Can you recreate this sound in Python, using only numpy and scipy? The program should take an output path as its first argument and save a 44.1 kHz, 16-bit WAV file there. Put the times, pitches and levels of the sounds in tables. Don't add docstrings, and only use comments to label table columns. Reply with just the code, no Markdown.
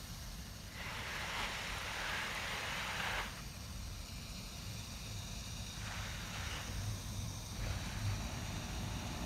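import sys
import numpy as np
from scipy import signal
from scipy.fft import rfft, irfft
from scipy.io import wavfile
from scipy.ndimage import uniform_filter1d

SR = 44100
rng = np.random.default_rng(int(sys.argv[2]) if len(sys.argv) > 2 else 0)


def generate_wav(signal):
    frames = np.transpose(np.atleast_2d(signal))
    scaled = np.clip(frames, -1, 1) * 32767
    pcm = np.round(scaled).astype(np.int16)
    wavfile.write(sys.argv[1], SR, pcm)


N = 407925

# t/s, relative level/dB, tilt/dB per octave, clarity of the resonances/0-1, air/dB
HISS_RIDE = [(0, -56.5, -0.7, 0.64, 6), (0.7, -59.5, -0.7, 0.6, 4), (1.4, -54, -1.5, 0.6, 0),
             (3.05, -54.5, -0.5, 1, 0.5), (3.55, -57.5, -0.3, 0.9, 2), (4.3, -56, 0, 0.76, 0),
             (4.6, -55, 0, 0.8, 0.5), (5.7, -53.5, 0.5, 1, -3), (6.2, -55, 0.5, 0.95, 0.5),
             (6.9, -54, 2, 0.63, -2), (8.3, -54.5, 1, 1, -2.5), (9.25, -55, -0.5, 1, 0)]
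AIR_HZ = 10000
# f/Hz, level/dB
HISS_WASH = [(300, -16), (600, -10.5), (1100, -6.5), (1900, -12.5), (3200, -34), (5000, -12), (6600, -14.5),
             (7500, -23.5), (9900, -21.5), (10450, -27), (11000, -24), (12300, -24), (13500, -27),
             (15500, -26)]
# f/Hz, width/Hz, level/dB
HEAD_RESONANCES = [(2433, 320, -4.5), (2860, 190, -5.5), (3744, 310, -2.5), (4080, 460, -6),
                   (4600, 340, -5), (5590, 300, -5), (5850, 210, -4), (6410, 440, -7.5), (6900, 280, -10.5),
                   (8610, 810, -12), (10850, 290, -19), (11430, 380, -18.5), (12100, 320, -17),
                   (13000, 350, -16.5), (14000, 500, -21)]
# t/s, half length/s, f/Hz, gain/dB
HISS_ACCENTS = [(0.1, 0.18, 4400, 3), (0.3, 0.45, 2400, -4), (3.3, 0.33, 3750, -9), (4.4, 0.17, 1800, -5),
                (4.1, 0.3, 6350, -4), (7.05, 0.72, 5770, 3.5), (7.46, 0.53, 990, 4), (7.2, 0.35, 1950, -7),
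                (7.4, 0.38, 2880, -5), (8.4, 0.8, 5200, -5)]
# arrival t/s, then delay/ms and signed strength for each of four surfaces
WAND_POSITIONS = [(0, 0.26, -0.1, 0.32, -0.081, 0.612, 0.082, 0.83, -0.14),
                  (0.75, 0.26, -0.12, 0.35, -0.19, 0.56, 0.21, 0.964, 0.11),
                  (3.35, 0.3, -0.1, 0.61, 0.13, 0.8, -0.07, 1.792, -0.13),
                  (4, 0.216, 0.14, 0.414, 0.2, 0.726, 0.19, 1.09, -0.089),
                  (4.5, 0.4, 0.082, 0.9, -0.087, 0.86, 0.079, 1.3, -0.07),
                  (5.15, 0.2, 0.1, 0.296, 0.1, 1.2, 0.052, 0.94, -0.13),
                  (5.8, 0.284, 0.13, 0.452, -0.04, 0.812, 0.13, 1.34, 0.05),
                  (6.45, 0.27, -0.16, 0.408, -0.11, 0.7, -0.24, 1.2, -0.07),
                  (7.55, 0.26, 0.034, 0.592, -0.19, 0.876, 0.0075, 1.4, -0.19),
                  (8.35, 0.29, 0.22, 0.37, 0.11, 1.3, -0.1, 2.4, -0.04)]
WAND_MOVE_S, WAND_DRIFT_PER_S = 0.15, 0.03

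# f/Hz, level/dB
STIFF_LEAF_TONE = [(150, -18), (330, -11.5), (540, -2.5), (720, -6), (870, 0.5), (1200, -3), (1650, -1),
                   (2050, 0.5), (2450, -2), (2900, -1), (3200, -6.5), (3900, -9), (5000, -19.5),
                   (7500, -23), (11000, -29), (15500, -36)]
# f/Hz, level/dB
SOFT_LEAF_TONE = [(200, -13), (450, -5.5), (900, 2), (1100, -1), (1450, 4.5), (1900, 2.5), (2900, -0.5),
                  (4000, -7.5), (7000, -11.5), (15000, -62)]
# fully on t/s, leaving t/s, level/dB, drift/dB per s, rise/dB per s, fall/dB per s
LEAF_SWEEPS = [(0.81, 3.196, -46.5, 1.47, 135, 75), (5.88, 6.583, -50.5, 0.4, 73, 26),
               (7.647, 9.252, -51, -3, 126, 30)]
# t/s, half length/s, surge/dB, ring f/Hz, ring gain/dB
LEAF_ACCENTS = [(0.783, 0.12, -1, 2020, 9), (1.16, 0.1, 1, 1630, 6), (1.41, 0.068, 5, 960, 6),
                (1.4, 0.42, 0.9, 2080, 2.5), (2.126, 0.15, 3, 1638, 7), (2.484, 0.23, 1.5, 2094, 2),
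                (2.72, 0.06, 1, 2930, 4), (3.07, 0.12, 2, 750, 6), (3.118, 0.2, 0.5, 1580, 7.5),
                (3.197, 0.02, 2.5, 1160, 5), (3.385, 0.03, 3.5, 1230, 13), (5.948, 0.17, 2.3, 1480, 2),
                (6.362, 0.045, 4.5, 1600, -2), (6.533, 0.09, 4, 2920, 7)]

# t/s, level/dB
SOIL_RIDE = [(0, -64), (3.1, -61.5), (4.3, -62), (6, -64.5), (6.6, -56.5), (7.5, -60.5), (7.66, -52.5),
             (8, -62), (9.25, -61.5)]
# f/Hz, level/dB
SOIL_TONE = [(150, -4), (300, 2.5), (400, -4), (520, 2.5), (680, 1), (830, -8), (1050, -1.5), (1600, -14),
             (4000, -19), (15000, -58)]
# t/s, peak level/dB, f/Hz
DROP_TICKS = [(1.784, -40, 10000), (1.94, -60, 13300), (2.35, -40, 9900)]

# t/s, relative level/dB
RUMBLE_RIDE = [(0, -48.5), (2.3, -48), (2.8, -47), (3.8, -49), (4.8, -46.5), (6.7, -45), (7.6, -43),
               (9.25, -42)]
# f/Hz, level/dB
RUMBLE_TONE = [(20, -30), (30, -24), (42, 4), (60, -0.5), (80, -3), (110, -6.5), (145, -6), (190, -6.5),
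               (240, -12), (300, -25), (400, -31.5), (800, -53)]
# t/s, half length/s, f/Hz, gain/dB
RUMBLE_BOOMS = [(3.787, 0.3, 80, 10), (7.2, 0.07, 90, 6), (7.68, 0.11, 55.3, 8), (8.058, 0.059, 65, 11)]

# t/s, shaft rate/Hz
SHAFT_RATE = [(0, 33.7), (7.5, 33.9), (8.2, 33.75), (8.7, 33.55), (9.25, 33.4)]
# t/s, relative level/dB
FIRING_RIDE = [(0, -55), (2.5, -56.5), (4.3, -54.5), (5.5, -53.5), (6.6, -46.5), (7.7, -45), (9.25, -45.5)]
# t/s, half length/s, gain/dB
FIRING_ACCENTS = [(4.75, 0.08, 6), (5.16, 0.07, 7), (5.82, 0.06, 11), (6.9, 0.079, 6), (8.08, 0.06, 9.5)]
FIRINGS_PER_TURN = 3
BEAT_CREST_S, BEAT_PERIOD_S, BEAT_DEPTH = 8.08, 0.418, 0.6
# multiple of the shaft rate, relative level/dB
WHINE_ORDERS = [(7, -58), (9, -64), (10, -67.5), (12, -65.5), (18, -69.5), (22, -68), (26, -62),
                (28, -67.5)]
# f/Hz, level/dB
ROAD_TONE = [(150, -9.5), (300, 4.5), (380, -4.5), (470, -28), (600, 2.5), (730, 2.5), (900, -5.5),
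             (1150, -2.5), (1700, -21), (4000, -41), (15000, -62)]
# t/s, gain/dB
APPROACH_RIDE = [(0, -21), (6.5, -20.5), (7.6, -9.5), (8.3, -2), (8.8, -1), (9.25, 2)]


def jets():
    fizz = patchy(drops(per_s=20000, spread_db=3.0), depth_db=1.01, patch_s=0.033, patch_hz=450)
    fizz = garden_scatter(fizz, strength=.075, drift_ms=.04)
    hz, t, spectrum = signal.stft(fizz, SR, nperseg=1024, noverlap=768)
    f = hz[:, None]
    _, tilt_db, clarity, air_db = follow(HISS_RIDE, t)
    power = tone_gain(HISS_WASH, f) ** 2
    for centre, width, db in HEAD_RESONANCES:
        power += gain_of(db) ** 2 / (1 + ((f - centre) / width * 1.43) ** 2) ** 2
    blurred = uniform_filter1d(power, size=35, axis=0)
    head = np.sqrt(clarity * power + (1 - clarity) * blurred)
    tilt = gain_of(tilt_db * np.log2(np.maximum(f, 1500) / 7000))
    air = gain_of(air_db * f ** 8 / (f ** 8 + AIR_HZ ** 8))
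    spectrum = spectrum * head * tilt * air * wand_echoes(f, t)
    hiss = unit_rms(signal.istft(spectrum, nperseg=1024, noverlap=768)[1][:N])
    flicker = gain_of(0.41 * wobble(28))
    return band_swells(hiss, HISS_ACCENTS, half_width_hz=170) * ride(HISS_RIDE, trim_db=4.0) * flicker


def wand_echoes(f, t):
    stop_now = np.searchsorted([row[0] for row in WAND_POSITIONS[1:]], t)
    comb = np.zeros((len(f), len(t)), complex)
    for stop, (_, *echoes) in enumerate(WAND_POSITIONS):
        fade = uniform_filter1d(1. * (stop_now == stop), round(WAND_MOVE_S / t[1]))
        here = fade > 1e-6
        stretch = 1 + WAND_DRIFT_PER_S * (t[here] - t[here].mean())
        paths = [1 + strength * np.exp(-2j * np.pi * f * stretch * delay_ms / 1000)
                 for delay_ms, strength in zip(echoes[::2], echoes[1::2])]
        comb[:, here] += fade[here] * np.prod(paths, axis=0)
    return comb


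def garden_scatter(x, strength, drift_ms, count=16, oversample=8):
    t, out = np.arange(N) / SR, x
    fine = signal.resample_poly(x, oversample, 1)
    for delay_ms, rate_hz, phase in rng.uniform([2, .05, 0], [12, .2, 1], (count, 3)):
        late_ms = delay_ms + drift_ms * np.sin(2 * np.pi * (rate_hz * t + phase))
        out = out + strength * fine[((t - late_ms / 1000) * SR * oversample).astype(int)]
    return unit_rms(out)


def leaves():
    on_stiff, *on_soft = [spray_sweep(*row) for row in LEAF_SWEEPS]
    stiff = on_stiff * drumming(STIFF_LEAF_TONE, per_s=12000, flutter_db=0.54)
    soft = sum(on_soft) * drumming(SOFT_LEAF_TONE, per_s=6000, flutter_db=0.83)
    rings = [(s, half_s, hz, db) for s, half_s, _, hz, db in LEAF_ACCENTS]
    return band_swells(stiff + soft, rings, half_width_hz=152) * surges(LEAF_ACCENTS)


def spray_sweep(on, off, db, drift, rise, fall):
    t = np.arange(N) / SR
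    held_db = db + drift * (np.clip(t, on, off) - on)
    return gain_of(held_db - rise * np.maximum(on - t, 0) - fall * np.maximum(t - off, 0))


def drumming(tone, per_s, flutter_db):
    hits = coloured(drops(per_s, spread_db=2.0), tone)
    return patchy(hits, depth_db=1.32, patch_s=0.088, patch_hz=220) * gain_of(flutter_db * wobble(20))


def soil():
    patter = coloured(drops(per_s=2500, spread_db=0.5), SOIL_TONE)
    return patchy(patter, depth_db=2.0, patch_s=0.065, patch_hz=200) * ride(SOIL_RIDE)


def stray_drops(decay_s=0.00084, width_hz=1100, faint_count=36):
    age, out = np.arange(600) / SR, np.zeros(N)
    f = np.fft.rfftfreq(len(age), 1 / SR)
    faint = rng.uniform([0, -56, 6000], [9.2, -48, 14500], (faint_count, 3))
    for s, db, hz in DROP_TICKS + list(faint):
        band = np.exp(-((f - hz) / width_hz) ** 2 / 2)
        burst = irfft(rfft(rng.standard_normal(len(age))) * band) * np.exp(-age / decay_s)
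        out[round(s * SR):][:len(age)] += gain_of(db) * burst / abs(burst).max()
    return out


def rumble():
    deep = coloured(rng.standard_normal(N), RUMBLE_TONE, size=16384) * ride(RUMBLE_RIDE, trim_db=-1.98)
    return band_swells(deep, RUMBLE_BOOMS, half_width_hz=32) * gain_of(0.5 * wobble(8.8))


def vehicle():
    t = np.arange(N) / SR
    shaft_hz = follow(SHAFT_RATE, t)[0] * (1 + .0012 * wobble(6))
    angle = 2 * np.pi * np.cumsum(shaft_hz) / SR
    tone = np.sin(FIRINGS_PER_TURN * angle + 0.71 * wobble(6.4)) * gain_of(1.2 * wobble(22))
    beat = abs(1 + BEAT_DEPTH * np.exp(2j * np.pi * (t - BEAT_CREST_S) / BEAT_PERIOD_S))
    firing = unit_rms(tone * beat) * ride(FIRING_RIDE, trim_db=-2.5) * surges(FIRING_ACCENTS)
    whine = sum(gain_of(db + 1.7 * wobble(9.8)) * np.sqrt(2) * np.sin(order * angle)
                for order, db in WHINE_ORDERS)
    road = gain_of(-53.5) * coloured(rng.standard_normal(N), ROAD_TONE)
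    return firing + (whine + road) * ride(APPROACH_RIDE)


def drops(per_s, spread_db):
    sizes = gain_of(spread_db * np.minimum(rng.exponential(1, N), 4)) * rng.choice([-1, 1], N)
    return unit_rms(sizes * (rng.random(N) < per_s / SR))


def patchy(x, depth_db, patch_s, patch_hz):
    hz, t, spectrum = signal.stft(x, SR, nperseg=512, noverlap=384)
    patches = rng.standard_normal(spectrum.T.shape).T
    patches = uniform_filter1d(patches, round(patch_s / t[1]), axis=1)
    patches = uniform_filter1d(patches, round(patch_hz / hz[1]), axis=0)
    spectrum = spectrum * gain_of(depth_db * unit_rms(patches))
    return unit_rms(signal.istft(spectrum, nperseg=512, noverlap=384)[1][:N])


def coloured(x, tone, size=4096):
    log_gain = np.log(tone_gain(tone, abs(np.fft.fftfreq(size, 1 / SR))))
    ring = np.fft.ifft(np.exp(np.conj(signal.hilbert(log_gain)))).real
    return unit_rms(signal.oaconvolve(x, ring[:size // 2])[:N])


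def band_swells(x, bands, half_width_hz):
    hz, t, spectrum = signal.stft(x, SR, nperseg=1024, noverlap=768)
    s, half_s, centre, db = np.transpose(bands)
    bells_db = db * np.exp(-((hz[:, None] - centre) / half_width_hz) ** 2)
    fades = np.exp(-((t[:, None] - s) / half_s) ** 2)
    return signal.istft(spectrum * gain_of(bells_db @ fades.T), nperseg=1024, noverlap=768)[1][:N]


def surges(rows):
    t = np.arange(N) / SR
    return gain_of(sum(db * np.exp(-((t - s) / half_s) ** 2) for s, half_s, db, *_ in rows))


def wobble(top_hz):
    t = np.arange(0, N + 64, 64) / SR
    hz = np.fft.rfftfreq(len(t), t[1])
    band = hz / (hz + 2) / (1 + (hz / top_hz) ** 2)
    slow = irfft(rfft(rng.standard_normal(len(t))) * band, len(t))
    return np.interp(np.arange(N) / SR, t, unit_rms(slow))


def ride(rows, trim_db=0):
    return gain_of(follow(rows, np.arange(N) / SR)[0] + trim_db)


def follow(rows, t):
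    s, *columns = np.transpose(rows)
    return [np.interp(t, s, column) for column in columns]


def tone_gain(tone, hz):
    f, db = np.transpose(tone)
    return gain_of(np.interp(np.log(hz + 1), np.log(f + 1), db))


def gain_of(db):
    return 10 ** (np.asarray(db) / 20)


def unit_rms(x):
    return x / np.sqrt(np.mean(x ** 2) + 1e-20)


def scene():
    mono = jets() + leaves() + soil() + stray_drops() + rumble() + vehicle()
    return np.array([mono, mono])


def record(dry, cutoff_hz=15700):
    low_pass = signal.firwin(1023, cutoff_hz, window=("kaiser", 9), fs=SR)
    return signal.oaconvolve(dry, low_pass[None], "same")


dry = scene()
out = record(dry)
generate_wav(out)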